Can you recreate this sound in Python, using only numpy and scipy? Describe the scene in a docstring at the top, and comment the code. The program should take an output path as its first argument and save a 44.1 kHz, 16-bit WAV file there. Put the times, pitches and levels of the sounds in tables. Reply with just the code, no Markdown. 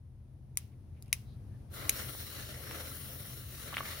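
"""A fairly dead room, a motor droning far away; close to the microphone, in front of a wooden board,
a piezo lighter snaps off, is struck again and lights a thin fuse. The lighter snaps off once more.
The fuse burns on with a bright hiss of gas over a fluttering flame and the fine crackle of powder grains,
with a few pops and spells of spitting, thickest near the end. The room adds a short tail."""
import sys
import numpy as np
from scipy import signal
from scipy.fft import rfft, irfft
from scipy.io import wavfile
from scipy.ndimage import uniform_filter1d

SR = 44100
rng = np.random.default_rng(int(sys.argv[2]) if len(sys.argv) > 2 else 0)


def digitize_waveform(pressure):
    """Quantize a signal to 16-bit integers and store it at the path in sys.argv[1].

    Rows of a 2-D input are taken as channels; values are limited to [-1, 1].
    """
    field = np.atleast_2d(pressure).T
    bounded = np.clip(field, -1, 1)
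    quanta = np.round(bounded * 32767).astype(np.int16)
    wavfile.write(sys.argv[1], SR, quanta)


N = 176400

# resonances of the lighter's plastic case: pitch_hz, width_hz, level_db
PLASTIC_CASE_MODES = [(2312, 624, 2.5), (3930, 430, -7), (5660, 1000, -4.5)]
# resonances of its metal cap: pitch_hz, width_hz, level_db
METAL_CAP_MODES = [(3960, 1730, -11), (5320, 2000, -6.5), (6650, 2100, 0), (9250, 550, -3),
                   (10470, 4700, 2), (12200, 1300, -13), (14100, 1880, -8)]
CLICK_DECAY_S = .0007


def undb(db):
    """Decibels to gain."""
    return 10 ** (np.asarray(db) / 20)


def unit(x):
    """Scale to rms 1."""
    return x / np.sqrt(np.mean(x ** 2))


def clock():
    """Time of every sample in seconds."""
    return np.arange(N) / SR


def over_time(points):
    """Join (time_s, value) points into one value per sample."""
    return np.interp(clock(), *np.array(points).T)


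def swell(start, length):
    """A smooth rise and fall."""
    return np.sin(np.pi * np.clip((clock() - start) / length, 0, 1))


def per_bin(points):
    """Join (frequency_hz, value) points on a log-frequency axis, one value per FFT bin."""
    hz, value = np.array(points, float).T
    return np.interp(np.log(np.arange(N // 2 + 1) * SR / N + 1), np.log(hz), value)


def colour(x, points):
    """Filter by a spectrum that falls away outside its ends, then scale to rms 1."""
    skirted = [(points[0][0] / 2, -80)] + list(points) + [(points[-1][0] * 2, -80)]
    return unit(irfft(rfft(x) * undb(per_bin(skirted)), N))


def pan(db):
    """Left and right gains for a level difference, left minus right."""
    return undb(np.array([[.5], [-.5]]) * db)


def stereo_noise(correlation):
    """Left and right noise with the given correlation, overall or per bin."""
    mid, side = rfft(rng.standard_normal((2, N)))
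    alike = np.clip(correlation, -1, 1)
    return unit(irfft(mid * np.sqrt(1 + alike) + np.array([[1], [-1]]) * side * np.sqrt(1 - alike), N))


def wander(rate_hz):
    """Random drift with rms 1, mostly slower than rate_hz."""
    hz = np.arange(N // 2 + 1) * SR / N
    return unit(irfft(rfft(rng.standard_normal(N)) / (1 + (hz / rate_hz) ** 2), N))


def grains(per_s, spread_db):
    """Tiny bursts at random moments, most weak and a few strong."""
    bursts = rng.random(N) < per_s / SR
    return unit(bursts * undb(spread_db * np.minimum(rng.exponential(size=N), 5)))


def ring(x, modes):
    """Pass a push through damped modes with steep skirts."""
    out = 0
    for hz, width, db in modes:
        b, a = signal.iirpeak(hz, hz / width, fs=SR)
        out = out + undb(db) * signal.lfilter(b, a, signal.lfilter(b, a, x))
    return out


def tail(x, decay_s):
    """Diffuse reflections that die away, different on the left and right."""
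    t = clock()[:SR // 2]
    echo = rng.standard_normal((2, len(t))) * np.exp(-t / decay_s)
    return signal.fftconvolve(x, echo / np.sqrt(np.sum(echo ** 2) / 2), axes=1)[:, :N]


def reverb(x, t60_s):
    """A room tail that falls 60 dB in t60_s."""
    return tail(x, t60_s / np.log(1000))


def distant_motor():
    """A far motor hums over low rumble; its tones waver with its speed and each flickers in level."""
    # tones of the motor: pitch_hz, level_db
    tones = [(80.5, -55.5), (101, -58.5), (126, -56.5), (151.5, -73), (202, -67.5), (227, -76), (252, -75)]
    # spectrum of the rumble: frequency_hz, relative_db
    rumble_colour = [(22, -25), (31, -23), (39, 3), (60, 6.5), (80, 5), (140, 5.5), (180, -8.5),
                     (280, -10.5), (450, -19.5), (800, -26), (1500, -39.5), (4000, -46.5)]
    # slow rise and fall of hum and rumble: time_s, gain_db
    drone_gain = [(0, -5.5), (.3, -3), (1.05, 0), (1.55, 3.5), (2.05, 1.5), (2.6, 0), (3.1, 0.5), (4, 0)]
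    waver, flicker_db = .0077, 3
    speed = 1 + waver * wander(rate_hz=2.51)
    hum = 0
    for hz, db in tones:
        amplitude = np.sqrt(2) * undb(db + flicker_db * wander(rate_hz=15))
        hum += amplitude * np.sin(2 * np.pi * (hz * np.cumsum(speed) / SR + rng.random()))
    correlation = per_bin([(100, .9), (400, .78), (1500, .1)])
    rumble = undb(-51.5) * colour(stereo_noise(correlation), rumble_colour)
    return (hum + rumble) * undb(over_time(drone_gain)) * pan(2.5)


def room_air():
    """Faint, wide air noise that swells over the first second or so."""
    # spectrum of the air: frequency_hz, relative_db
    air_colour = [(500, 19.5), (1700, 11.5), (3300, 6), (6000, 6), (7700, -3), (9400, 10), (11200, 7.5),
                  (12200, 1), (14000, 2), (15600, -3)]
    # its rise: time_s, gain_db
    air_gain = [(0, 1), (.92, 5.5), (1.1, 9.5)]
    return undb(-82 + over_time(air_gain)) * colour(stereo_noise(.1), air_colour) * pan(3)


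def handling():
    """The trigger ticks under the thumb and rings case and cap; fingers rub and the nozzle puffs gas."""
    # ticks of the trigger: start_s, level_db
    ticks = [(0.556, -56), (1.045, -57.5), (1.06, -49), (1.081, -50.5), (1.0937, -58)]
    # rubs and puffs: start_s, length_s, level_db, centre_hz, width_hz
    rustles = [(.71, .04, -77, 2200, 1400), (.94, .07, -77, 2400, 1200), (1.04, .075, -76, 2600, 1400),
               (1.245, .13, -73, 4000, 1100), (1.47, .16, -77, 1750, 300)]
    out, t = np.zeros((2, N)), clock()
    for start, length, db, hz, width in rustles:
        out += undb(db) * swell(start, length) * unit(ring(stereo_noise(.4), [(hz, width, 0)]))
    touch = sum(undb(db) * (t >= start) * np.exp(-np.minimum(abs(t - start) / CLICK_DECAY_S, 100))
                for start, db in ticks)
    return out + ring(touch * rng.standard_normal((2, N)), PLASTIC_CASE_MODES + METAL_CAP_MODES)


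def lighter_snaps():
    """Each snap is a hard blow on the case and a brief chatter that rings the cap; board and room answer."""
    # snaps of the lighter: start_s, level_db, chatter_s, case_db, cap_db, left_minus_right_db
    snaps = [(0.5723, -23, 0.00083, -14.5, 1.5, 3), (1.0242, -46, 0.00049, -20, 3, 0),
             (1.1285, -18.5, 0.00066, -1, 1.5, 3.5), (1.8934, -17.5, 0.0029, -7.5, -1.5, 2.5)]
    # spectrum of the room's answer: frequency_hz, relative_db
    room_colour = [(600, -5.5), (1500, -3.5), (2600, 2.5), (4000, -2.5), (6000, -2), (8000, -8), (10000, 0),
                   (12500, -4.5), (15500, -3.5)]
    rattle_db, rattle_decay_s = -16.5, .004
    board_db, board_delay_s = -26.5, .0024
    direct, room_pushes, t = np.zeros((2, N)), np.zeros((2, N)), clock()[:SR // 20]
    blow = undb(25) * (t == 0)
    knock = ring(blow, [(1129, 660, -20.5)])
    rattle = undb(rattle_db) * np.exp(-t / rattle_decay_s)
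    for start, db, chatter_s, case_db, cap_db, pan_db in snaps:
        envelope = np.exp(-np.maximum(t - chatter_s, 0) / CLICK_DECAY_S) + rattle
        chatter = np.sign(rng.standard_normal((2, len(t)))) * envelope
        case = undb(case_db) * ring(blow + undb(-8) * chatter[0], PLASTIC_CASE_MODES)
        cap = undb(cap_db) * ring(chatter, METAL_CAP_MODES)
        i = int(start * SR)
        direct[:, i:i + len(t)] += 2 * undb(db) * pan(pan_db) * (knock + case + cap)
        room_pushes[:, i] += undb(db) * np.sqrt(np.sum(envelope ** 2))
    board_echo = undb(board_db) * np.roll(direct, int(board_delay_s * SR), axis=1)
    room = undb(-21) * np.std(direct) * colour(reverb(room_pushes, t60_s=.34), room_colour)
    return direct + board_echo + room


def shimmer(x, depth_db=2, span_hz=400, span_s=.09):
    """Let neighbouring bands swell and sink on their own, as a restless jet does."""
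    size = 512
    bands = signal.stft(x, nperseg=size)[2]
    drift = rng.standard_normal(bands.shape[1:])
    drift = uniform_filter1d(drift, round(span_hz * size / SR), axis=0)
    drift = uniform_filter1d(drift, round(span_s * SR * 2 / size), axis=1)
    return unit(signal.istft(bands * undb(depth_db * unit(drift)), nperseg=size)[1][:, :N])


def burning_fuse():
    """Gas and bursting powder grains hiss above a fluttering flame, all following the uneven burn."""
    # course of the burn: time_s, hiss_db, jet_db, flame_db, roar_db
    burn = [(1.7, -72.0, -75.0, -71.5, -64.5), (1.74, -52.5, -56.5, -56.0, -60.5),
            (1.78, -49.5, -52.5, -51.5, -53.5), (1.85, -50.5, -53.5, -50.0, -51.5),
            (1.94, -47.0, -50.5, -51.0, -53.0), (2.0, -45.0, -47.0, -48.0, -53.5),
            (2.07, -46.5, -52.0, -52.5, -54.0), (2.22, -47.0, -52.0, -54.0, -57.0),
            (2.52, -52.0, -52.0, -53.5, -55.5), (2.61, -53.5, -56.5, -58.0, -58.0),
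            (2.76, -50.5, -52.0, -49.5, -52.0), (2.96, -48.5, -56.0, -57.5, -59.0),
            (3.13, -48.5, -56.5, -57.5, -56.5), (3.28, -50.0, -56.5, -59.5, -63.0),
            (3.36, -50.0, -57.0, -61.0, -61.5), (3.45, -53.5, -57.5, -59.5, -63.0),
            (3.54, -50.5, -55.5, -58.5, -59.5), (3.62, -48.0, -51.0, -53.5, -58.0),
            (3.7, -52.0, -54.0, -53.5, -57.0), (3.82, -50.5, -52.5, -48.5, -54.5),
            (3.89, -46.5, -47.5, -47.0, -55.5), (3.945, -48, -50, -48.5, -55),
            (4.0, -50.0, -52.5, -55, -58.5)]
    # spectra of the hiss, the gas jet, the flame and its low roar: frequency_hz, relative_db
    hiss_colour = [(6500, -19), (8400, -24), (9250, 0), (9950, -6.5), (10900, -0.5), (11750, -2.5),
                   (12400, -0.5), (13000, -3), (13500, -2), (14700, -3.5), (15400, 0), (16000, -4)]
    jet_colour = [(1800, -41), (2750, -1), (3450, -3.5), (3850, -2.5), (4300, -1), (4900, -11.5),
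                  (5450, -2), (6100, -6.5), (6550, -9), (7000, -7.5), (7400, -10.5), (8000, -13),
                  (9500, -10.5)]
    flame_colour = [(600, -11), (900, -11), (1300, -2), (1950, -1.5), (2700, -9.5), (4500, -11.5)]
    roar_colour = [(150, -1), (280, 1.5), (450, 3.5), (620, 0), (900, -12.5), (1400, -5.5)]
    # balance of the fuse at the microphone: frequency_hz, left_minus_right_db
    balance = [(300, 3.5), (800, 1.5), (1300, 9), (2100, -5), (3000, 6.5), (3800, -2.5), (4500, 1.5),
               (5500, 0.5), (7000, -0.5), (9200, 10.5), (10200, 11.5), (11400, -2), (12300, 18),
               (13100, -5), (14300, 6), (15500, 6)]
    # likeness of left and right: frequency_hz, correlation
    likeness = [(150, 0.25), (500, 0.7), (1100, 0.1), (1900, .2), (2600, -0.15), (3700, -.3), (4300, 0.2),
                (5500, .5), (6300, -0.1), (9200, -.2), (11000, 0.45), (12000, -.05), (12600, .2),
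                (13400, -0.45), (14300, .25), (15200, .8)]
    ignition_s, catch_s = 1.69, .019
    gas_flutter_db, flame_flutter_db = .67, 1.5
    t, (times, *levels) = clock(), np.array(burn).T
    hiss_db, jet_db, flame_db, roar_db = (np.interp(t, times, level) for level in levels)
    flutter = wander(rate_hz=42)
    sputter = undb(-12) * grains(per_s=79, spread_db=1)  # small pops in the flame
    gas = shimmer(stereo_noise(per_bin(likeness)))
    gas += undb(-22) * grains(per_s=240, spread_db=4.5)  # sparks
    fire = shimmer(stereo_noise(per_bin(likeness)))
    hiss = colour(gas, hiss_colour) * undb(hiss_db - .24 + gas_flutter_db * flutter)
    jet = colour(gas, jet_colour) * undb(jet_db - .23 + gas_flutter_db * flutter)
    flame = colour(fire + sputter, flame_colour) * undb(flame_db + .14 + flame_flutter_db * flutter)
    roar = colour(gas + sputter, roar_colour) * undb(roar_db + .83 + flame_flutter_db * flutter)
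    sides = pan(per_bin(balance))
    sides /= np.sqrt(np.mean(sides ** 2, axis=0))  # each band keeps its power
    at_microphone = irfft(rfft(hiss + jet + flame + roar) * sides, N)
    surge = undb(.8 * wander(rate_hz=12))
    alight = np.clip((t - ignition_s) / catch_s, 0, 1)
    return at_microphone * surge * alight


def powder_pops():
    """Pockets of powder burst with a brief swing of pressure that scatters off the board and table."""
    # bursting pockets: start_s, level_db, pitch_hz, decay_s
    pockets = [(2.150, -33.5, 690, 0.00031), (2.7115, -27.5, 1910, 0.0002), (2.7535, -41, 497, 0.00073),
               (2.7552, -43, 1800, 0.00033), (2.782, -40, 443, 0.00052), (3.727, -38, 1120, 0.0023),
               (3.734, -32, 950, 0.00042), (3.749, -34, 2680, 0.00044), (3.769, -17.5, 2130, 0.00035),
               (3.781, -41, 1710, 0.00059), (3.7853, -33, 2200, 0.00033), (3.806, -25, 1020, 0.00039),
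               (3.807, -31, 1170, 0.0018), (3.8317, -40, 1170, 0.0011)]
    out = np.zeros((2, N))
    for start, db, hz, decay in pockets:
        age = np.maximum(clock() - start, 0)
        rise = 2 * age / decay
        envelope = rise * np.exp(1 - np.minimum(rise, 100))
        out += undb(db) * envelope * np.sin(2 * np.pi * hz * age)
    return out + undb(-6) * tail(out, decay_s=.003)


def spitting():
    """Spells of dense, rough crackle where the powder burns unevenly."""
    # spells of spitting: start_s, length_s, level_db
    spells = [(2.69, 0.11, -57.5), (3.774, 0.019, -38), (3.71, 0.14, -47.5)]
    # spectrum of the crackle: frequency_hz, relative_db
    crackle_colour = [(400, -13), (1100, 6), (2000, 2), (3300, 10), (4500, -27)]
    bursts = np.tile(grains(per_s=526, spread_db=6.5), (2, 1))
    crackle = colour(tail(bursts, decay_s=.0028), crackle_colour)
    return crackle * sum(undb(db) * swell(start, length) for start, length, db in spells)


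def scene():
    """Lighter and fuse close to the microphone in a fairly dead room, the motor far behind."""
    near = lighter_snaps() + handling() + burning_fuse() + spitting() + powder_pops()
    early = undb(-10) * reverb(near, t60_s=.055)
    late = undb(-38.5) * reverb(near, t60_s=.18)
    return near + early + late + distant_motor() + room_air()


def record(dry):
    """The recorder rounds the loudest snaps and cuts the top."""
    ceiling, top_hz = .4, 15750
    rounded = ceiling * np.tanh(dry / ceiling)
    return signal.sosfilt(signal.ellip(10, .2, 70, top_hz, fs=SR, output="sos"), rounded)


dry = scene()
out = record(dry)
digitize_waveform(out)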